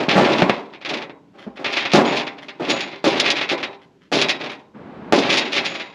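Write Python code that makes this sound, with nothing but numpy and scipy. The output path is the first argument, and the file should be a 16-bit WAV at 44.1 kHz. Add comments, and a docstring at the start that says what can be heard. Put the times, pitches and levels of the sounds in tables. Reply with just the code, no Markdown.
"""A dented steel truck hood lies upside down on a gravel yard, in faint outdoor air. From the start,
shifting weight crumples the sheet and rattles its skin on the loose bracing. Work boots stomp at once and
keep coming: each buckles the sheet with a low boom and snaps the panel through, and the skin clashes on
the bracing. From 1.4 s gravel crunches under the rim; from 2 s a small steel part pings now and then.
Near 4.7 s a soft rush swells, the last and hardest stomp lands at 5.1 s, and the rattling dies away."""
import sys
import numpy as np
from scipy import signal
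from scipy.fft import rfft, irfft
from scipy.io import wavfile
from scipy.ndimage import uniform_filter1d, map_coordinates

SR = 44100
rng = np.random.default_rng(int(sys.argv[2]) if len(sys.argv) > 2 else 0)


def transcribe(u):
    """Save the signal u as a 16-bit wav file named by the first command-line argument.

    u: samples, shape (n,) or (channels, n), limited to [-1, 1]; the rate is SR.
    q: integer samples, one column per channel.
    """
    v = np.clip(np.atleast_2d(u).T, -1, 1)
    q = np.round(v * 32767).astype(np.int16)
    wavfile.write(sys.argv[1], SR, q)


N = 261954
RING = 32768  # samples set aside for one blow to ring out
T = np.arange(RING) / SR  # seconds since the blow


def gain(db):
    """Turn decibels into a number to multiply by."""
    return 10 ** (np.asarray(db) / 20)


def fade(ring_s):
    """A dying-away curve. The ring time is how long a sound takes to drop by 60 dB."""
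    return gain(-60 * T / ring_s)


def value_at(points, hz):
    """Look up a frequency in rows of (Hz, value), sliding between rows by octaves."""
    row_hz, values = np.transpose(points)
    return np.interp(np.log(np.maximum(hz, 1)), np.log(row_hz), values)


def normalize(x):
    """Scale a sound so its average (rms) level is 1."""
    return x / np.sqrt(np.mean(x ** 2))


def causal_response(log_gain):
    """Turn a gain curve into a filter response that never sounds ahead of its input."""
    cepstrum = irfft(log_gain)
    half = len(cepstrum) // 2
    cepstrum[1:half] *= 2
    cepstrum[half + 1:] = 0
    return np.exp(rfft(cepstrum))


def colour(x, tone, brightness=0):
    """Shape a sound with rows of (Hz, dB); brightness tips it toward the treble, in dB per octave."""
    hz = np.fft.rfftfreq(4096, 1 / SR)
    db = value_at(tone, hz) + brightness * np.log2(np.clip(hz, 200, 8000) / 1000)
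    impulse = irfft(causal_response(np.log(gain(db))))
    return signal.fftconvolve(x, impulse)[:len(x)]


def even_out(x):
    """Spread a blow's energy evenly from bass to treble, keeping its narrow ringing notes."""
    spectrum = rfft(x, 2 * RING)
    outline = np.sqrt(uniform_filter1d(abs(spectrum) ** 2, 280) + 1e-12)
    return irfft(spectrum * causal_response(-np.log(outline)))[:RING]


def resonate(x, hz, boost, q):
    """Lift the sound around one pitch; a higher q lifts a narrower band."""
    return x + boost * signal.lfilter(*signal.iirpeak(hz, q, SR), x)


def add(out, start_s, x, db):
    """Mix a sound in so that its loudest moment has the given level."""
    i = max(int(start_s * SR), 0)
    x = x * gain(db) / np.sqrt(uniform_filter1d(x ** 2, 600).max())
    out[i:i + len(x)] += x[:max(len(out) - i, 0)]


def contacts(length_s, per_s, spread_db, first, swell):
    """One first touch, then a flurry of uneven little ones that builds up and dies away."""
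    touches = rng.random(RING) < per_s / SR
    sizes = rng.choice([-1, 1], RING) * gain(spread_db * np.clip(rng.standard_normal(RING), -2, 2))
    build_up = 1 - np.exp(-T / (swell * length_s))
    force = touches * sizes * build_up * np.exp(-(T / length_s) ** 2)
    force[0] = first * min(0.022 / length_s, 2)  # quick blows begin hardest
    return force


def bounces(depth_db, per_s=26, jitter=0.35, count=64):
    """The skin bounces at uneven moments; each bounce starts hard and then weakens."""
    gaps_s = np.exp(jitter * rng.standard_normal(count)) / per_s
    bounces_so_far = np.interp(T, np.cumsum(gaps_s) - gaps_s[0], np.arange(count))
    return gain(-depth_db * (bounces_so_far % 1))


# How long the steel sheet rings. Each row: frequency in Hz, ring time in seconds.
SHEET_RING_TIMES = [(100, 0.41), (260, 0.43), (700, 0.65), (1840, 0.28), (4850, 0.069), (12000, 0.017)]
def sheet_tap(tick_db, crack_db, crack_ring_s):
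    """A tap on the hood: a tick, a short crack, then a crowd of notes whose treble dies first."""
    hz = np.fft.rfftfreq(RING, 1 / SR)
    octave = np.log2(np.clip(hz, 60, 15360) / 60)
    noise_spectrum = np.exp(2j * np.pi * rng.random(len(hz)))
    attack = gain(tick_db) * np.exp(-T / 0.0011) + gain(crack_db) * fade(crack_ring_s)
    out = 0
    for k in range(9):
        band = irfft(noise_spectrum * np.maximum(1 - abs(octave - k), 0))
        tail = fade(value_at(SHEET_RING_TIMES, 60 * 2 ** k))
        out = out + normalize(band * (attack + tail)) * band.std()
    return normalize(out)


def flex(tap, retune=0.04, glide=0.0134):
    """Weight on the sheet retunes its crowd of notes, and they slide while it bends."""
    offset, slope = rng.standard_normal(2)
    speed = 1 + retune * offset + glide * slope * (1 - np.exp(-T / 0.1))
    return map_coordinates(tap, [np.cumsum(speed) - speed[0]], order=2)


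# The sheet's strongest notes. Each row: pitch in Hz, relative level in dB, ring time in seconds.
SHEET_NOTES = [(283.2, -18.5, 0.79), (396, -18.5, 0.6), (616, -39.5, 0.29), (796, -13.5, 0.52),
               (1897, -14.5, 0.13), (2400, -26.5, .3), (2550, -24.5, 0.21), (2900, -37.5, .15),
               (3260, -24.5, .12), (3820, -18.5, 0.36), (4320, -41, .25), (4240, -37.5, .25),
               (4740, -23, 0.033), (5120, -29, 0.14), (5500, -21.5, 0.18), (5880, -27.5, 0.13)]
def strike_sheet(rows, tone, tap, per_s, spread_db, first, swell, notes_db, boom, bounce_db=0):
    """Each blow is a flurry of contacts that rings the sheet; each spot favours different notes."""
    out = np.zeros(N)
    notes = np.array([gain(db) * normalize(np.sin(2 * np.pi * hz * T) * fade(ring_s))
                      for hz, db, ring_s in SHEET_NOTES])
    for start_s, db, length_s, brightness, drum_hz in rows:
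        spot = flex(tap) + gain(notes_db) * rng.standard_normal(len(notes)) @ notes
        bite = first * gain(0.44 * (db + 21.5))  # light touches start softly
        force = contacts(length_s, per_s, spread_db, bite, swell) * bounces(bounce_db)
        ringing = even_out(signal.fftconvolve(force, spot)[:RING])
        ringing = resonate(ringing, drum_hz, boom, q=2.4)
        add(out, start_s, colour(ringing, tone, brightness), db)
    return out


# The tone of the open air. Each row: frequency in Hz, relative level in dB.
AIR_TONE = [(25, -13.5), (70, -6), (170, 9), (400, 2), (750, -16), (1100, -19), (2500, -18), (4500, -24.5),
            (8000, -31), (15000, -44)]
def air(level_db=-55.5):
    """Faint outdoor air: a steady, low noise."""
    return gain(level_db) * normalize(colour(rng.standard_normal(N), AIR_TONE))


DRUM_HZ = 318  # the panel's drum-like pitch between stomps
# The tone of a boot on the sheet. 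Each row: frequency in Hz, relative level in dB.
BOOT_TONE = [(25, -51), (60, -12), (100, -14.5), (170, 4.5), (330, 4), (600, 4), (850, 0.5), (1200, -6),
             (2000, -13), (4000, -23.5), (7000, -38.5), (15000, -59)]
# The weight shifts and the hood rocks. Each row: start in seconds, bending time in seconds,
# crumple level in dB, relative rattle level in dB.
WEIGHT_SHIFTS = [(0.0, 0.055, -19, -26), (.112, 0.033, -18, -15.5), (.19, .26, -13, -19),
                 (.515, 0.076, -31, -34.5), (.872, 0.13, -25, -32.5), (1.33, 0.19, -44, -65),
                 (1.588, 0.07, -31, -48), (1.66, 0.26, -31, -24), (2.04, 0.16, -19.5, -23),
                 (2.299, 0.39, -44, -49), (2.62, 0.09, -29, -27.5), (2.72, 0.17, -29, -25),
                 (3.099, 0.26, -21.5, -19), (3.57, 0.12, -32.5, -30.5), (4.18, 0.14, -20.5, -21.5),
                 (4.395, 0.12, -30, -28), (5.21, 0.24, -20, -19), (5.52, 0.19, -27, -26),
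                 (5.68, 0.16, -33.5, -32)]
def crumple(tap, brightness=1.0):
    """Shifting weight keeps the sheet giving way in many tiny buckles."""
    rows = [(start_s, db, length_s, brightness, DRUM_HZ) for start_s, length_s, db, _ in WEIGHT_SHIFTS]
    return strike_sheet(rows, BOOT_TONE, tap, per_s=1000, spread_db=4, first=2, swell=0.06,
                        notes_db=-16, boom=0.61)


# The tone of steel hitting steel. Each row: frequency in Hz, relative level in dB.
STEEL_TONE = [(40, -36), (130, -15), (300, -1.5), (800, 0), (1500, -1), (2000, 4), (2500, 4.5),
              (3050, -0.5), (3500, 2), (5000, -6.5), (7000, -21), (8200, -36), (10300, -29), (12000, -69),
              (15000, -55.5)]
def rattle(tap, brightness=-0.8):
    """Each time the weight shifts, the hood rocks and its skin bounces on the loose bracing."""
    rows = [(start_s, db, length_s, brightness, DRUM_HZ) for start_s, length_s, _, db in WEIGHT_SHIFTS]
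    return strike_sheet(rows, STEEL_TONE, tap, per_s=800, spread_db=7, first=2.5, swell=0.04,
                        notes_db=-11, boom=0.05, bounce_db=12)


def bracing(hits, level_db=-1.71):
    """The bracing adds two tinny resonances to whatever hits it."""
    tinny = resonate(hits, hz=2600, boost=0.33, q=3.8)
    return resonate(tinny, hz=3440, boost=0.23, q=10) * gain(level_db)


# A boot lands. Each row: start in seconds, level in dB, buckling time in seconds,
# brightness in dB per octave, the panel's drum pitch at that spot in Hz.
BOOT_STOMPS = [(.083, -14.5, 0.0055, -1.5, 186), (.154, -10, 0.067, 2, 186), (0.421, -8.5, 0.017, 1, 179),
               (0.4957, -14, 0.0076, 2, 200), (1.465, -28.5, .02, -3.5, 193), (1.9354, -8.5, 0.043, 2, 208),
               (1.975, -12, 0.055, 1.5, 238), (2.597, -23, 0.036, 0.5, 297), (2.679, -20.5, 0.069, 2, 283),
               (3.042, -14.5, 0.022, 3, 353), (3.064, -11, 0.027, 1, 321.4),
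               (3.515, -19, 0.027, 2.5, 334.6), (4.117, -18, 0.039, 3.5, 278.5),
               (4.145, -18, 0.025, -2.5, 402), (5.1239, -10, 0.008, 4, 177), (5.133, -5.5, .016, 1, 347),
               (5.178, -13.5, 0.029, 0.5, 276)]
def stomps(tap):
    """Each landing boot buckles the sheet with a low boom."""
    return strike_sheet(BOOT_STOMPS, BOOT_TONE, tap, per_s=1000, spread_db=5.5, first=2.54, swell=0.066,
                        notes_db=-11.5, boom=1.0)


def panel_snaps(offset_db=-2.5, delay_s=0.004, ring_s=0.15, sag=0.053, full_snap_s=0.033):
    """The panel snaps under each boot: two drum notes start high and settle as its swing shrinks."""
    out = np.zeros(N)
    for start_s, db, length_s, _, drum_hz in BOOT_STOMPS:
        phase = 2 * np.pi * drum_hz * np.cumsum(1 + sag * np.exp(-T / 0.03)) / SR
        notes = np.sin(phase) + gain(-5) * np.sin(1.62 * phase)
        snap = notes * (1 - np.exp(-T / 0.003)) * fade(ring_s)
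        push = np.clip(length_s / full_snap_s, 0.1, 1)  # a short push snaps it only partway
        add(out, start_s + delay_s, snap, db + offset_db + 20 * np.log10(push))
    return out


# Hard hits on the bracing. Each row: start in seconds, relative level in dB,
# chatter time in seconds, brightness in dB per octave.
SKIN_CLASHES = [(.088, -14, 0.024, -0.5), (.318, -24, 0.013, 2), (.378, -22, 0.032, 1),
                (.4198, -11, 0.0029, -5.5), (.4958, -11, 0.0072, -4.5), (0.727, -36.5, 0.031, -3.5),
                (.808, -36.5, 0.028, -2.5), (0.849, -25, 0.017, -1), (.89, -23.5, 0.02, 2.5),
                (.936, -24.5, 0.02, 1.5), (1.016, -30, 0.021, -1.5), (.968, -30, 0.021, 0),
                (1.096, -31.5, 0.0084, -6.5), (1.571, -34, .011, -4), (1.644, -19, 0.029, -2),
                (1.725, -23.5, 0.023, 3), (1.762, -16, 0.053, -0.5), (1.852, -19.5, 0.018, -2),
                (1.918, -21, 0.014, 1.5), (1.9347, -16, 0.0024, 10.5), (1.952, -19.5, .025, 9.5),
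                (2.158, -20.5, 0.03, 3), (2.198, -24.5, 0.016, -0.5), (2.268, -25.5, 0.016, -2),
                (2.383, -35.5, .008, -2), (2.484, -31, .016, -1.5), (2.691, -17, 0.038, 5.5),
                (2.806, -22, 0.0063, 4.5), (2.931, -29.5, 0.017, -5.5), (3.041, -21.5, 0.064, 6),
                (3.175, -25.5, 0.011, 2.5), (3.1995, -11.5, 0.011, 9), (3.254, -16, 0.037, 0),
                (3.303, -12.5, 0.014, 6.5), (3.362, -21, 0.033, 0), (3.408, -18.5, 0.031, -1.5),
                (3.49, -18, 0.034, 1), (3.629, -21, .016, -1), (4.122, -19.5, 0.075, 6.5),
                (4.215, -13.5, 0.015, 7), (4.286, -15.5, 0.026, 4.5), (5.1245, -37, .004, 7),
                (5.134, -21, 0.076, 8), (5.294, -16.5, 0.076, 5), (5.372, -16, 0.02, 6.5),
                (5.52, -21, 0.064, 3), (5.564, -17, 0.025, 1), (5.647, -20, 0.033, 4),
                (5.738, -27, 0.027, 0.5), (5.789, -26.5, 0.034, -1.5)]
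def clashes(tap):
    """Now and then the skin slams into the bracing and chatters briefly."""
    rows = [(*row, DRUM_HZ) for row in SKIN_CLASHES]
    return strike_sheet(rows, STEEL_TONE, tap, per_s=900, spread_db=5, first=1.44, swell=0.071,
                        notes_db=-8, boom=0.03)


# The tone of the stones. Each row: frequency in Hz, relative level in dB.
GRAVEL_TONE = [(100, -4), (600, 3), (2000, 11.5), (4000, 5.5), (7000, -7), (8500, -23), (10500, -14),
               (15000, -73)]
# The rim grinds the gravel. Each row: start in seconds, level in dB, length in seconds.
GRAVEL_CRUNCHES = [(1.382, -43.5, 0.042), (1.418, -44, 0.036), (1.558, -45, 0.026), (2.422, -38.5, 0.023),
                   (3.815, -51.5, 0.033), (4.01, -56, 0.054), (4.517, -33, 0.012), (4.593, -53, 0.018)]
def gravel():
    """Stones under the rim tick against each other, each tick with a short, dry tail."""
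    out = np.zeros(N)
    tick = rng.standard_normal(RING) * (np.exp(-T / 0.00085) + 0.032 * np.exp(-T / 0.056))
    for start_s, db, length_s in GRAVEL_CRUNCHES:
        force = contacts(length_s, per_s=680, spread_db=2, first=0.78, swell=0.11)
        crunch = signal.fftconvolve(force, tick)[:RING]
        add(out, start_s, colour(crunch, GRAVEL_TONE), db)
    return out


# A small, loose steel part is jolted. Each row: start in seconds, level in dB, ring time in seconds.
PART_PINGS = [(2.052, -43, 0.4), (2.692, -35, 0.31), (2.807, -43, 0.2), (5.31, -41, 0.43),
              (5.659, -46.5, 0.51)]
def pings(hz=6762, twin_gap_hz=70, waver=0.45, attack_s=0.0094):
    """The small part rings one high note, which wavers against a quieter twin just above it."""
    out = np.zeros(N)
    note = np.sin(2 * np.pi * hz * T) + waver * np.sin(2 * np.pi * (hz + twin_gap_hz) * T)
    for start_s, db, ring_s in PART_PINGS:
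        add(out, start_s, note * (1 - np.exp(-T / attack_s)) * fade(ring_s), db)
    return out


# The tone of the soft rush. Each row: frequency in Hz, relative level in dB.
RUSH_TONE = [(25, -23), (70, -6.5), (210, 9.5), (500, 0.5), (1000, -4), (2000, -14), (4000, -28),
             (7000, -47.5), (15000, -65)]
# How the rush rises and falls. Each row: time in seconds, level in dB.
RUSH_SWELL = [(4.73, -65.5), (4.752, -39.5), (4.9, -38), (5.112, -34.5), (5.25, -43), (5.6, -60)]
def rush():
    """A soft, low noise swells before the last stomp and fades after it."""
    level_db = np.interp(np.arange(N) / SR, *np.transpose(RUSH_SWELL))
    return gain(level_db) * normalize(colour(rng.standard_normal(N), RUSH_TONE))


def scene():
    """Boots and bracing ring the same sheet; the smaller sounds join them in one channel."""
    tap = sheet_tap(tick_db=9.5, crack_db=9, crack_ring_s=0.053)
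    boots = stomps(tap) + crumple(tap) + panel_snaps()
    clatter = bracing(rattle(tap) + clashes(tap))
    return (boots + clatter + pings() + gravel() + air() + rush())[None]


def record(dry, notch_hz=9000, notch_width_hz=1800, low_cut_hz=28, dull_hz=12000, top_hz=14800):
    """The microphone thins the deep bass, dips and dulls the treble, rounds peaks and cuts the top."""
    x = signal.lfilter(*signal.iirnotch(notch_hz, notch_hz / notch_width_hz, SR), dry)
    x = signal.sosfilt(signal.butter(2, [low_cut_hz, dull_hz], "band", fs=SR, output="sos"), x)
    x = x / (1 + (x / 0.98) ** 6) ** (1 / 6)  # round off the loudest peaks
    return signal.sosfilt(signal.ellip(8, 0.2, 80, top_hz, fs=SR, output="sos"), x)


dry = scene()
out = record(dry)
transcribe(out)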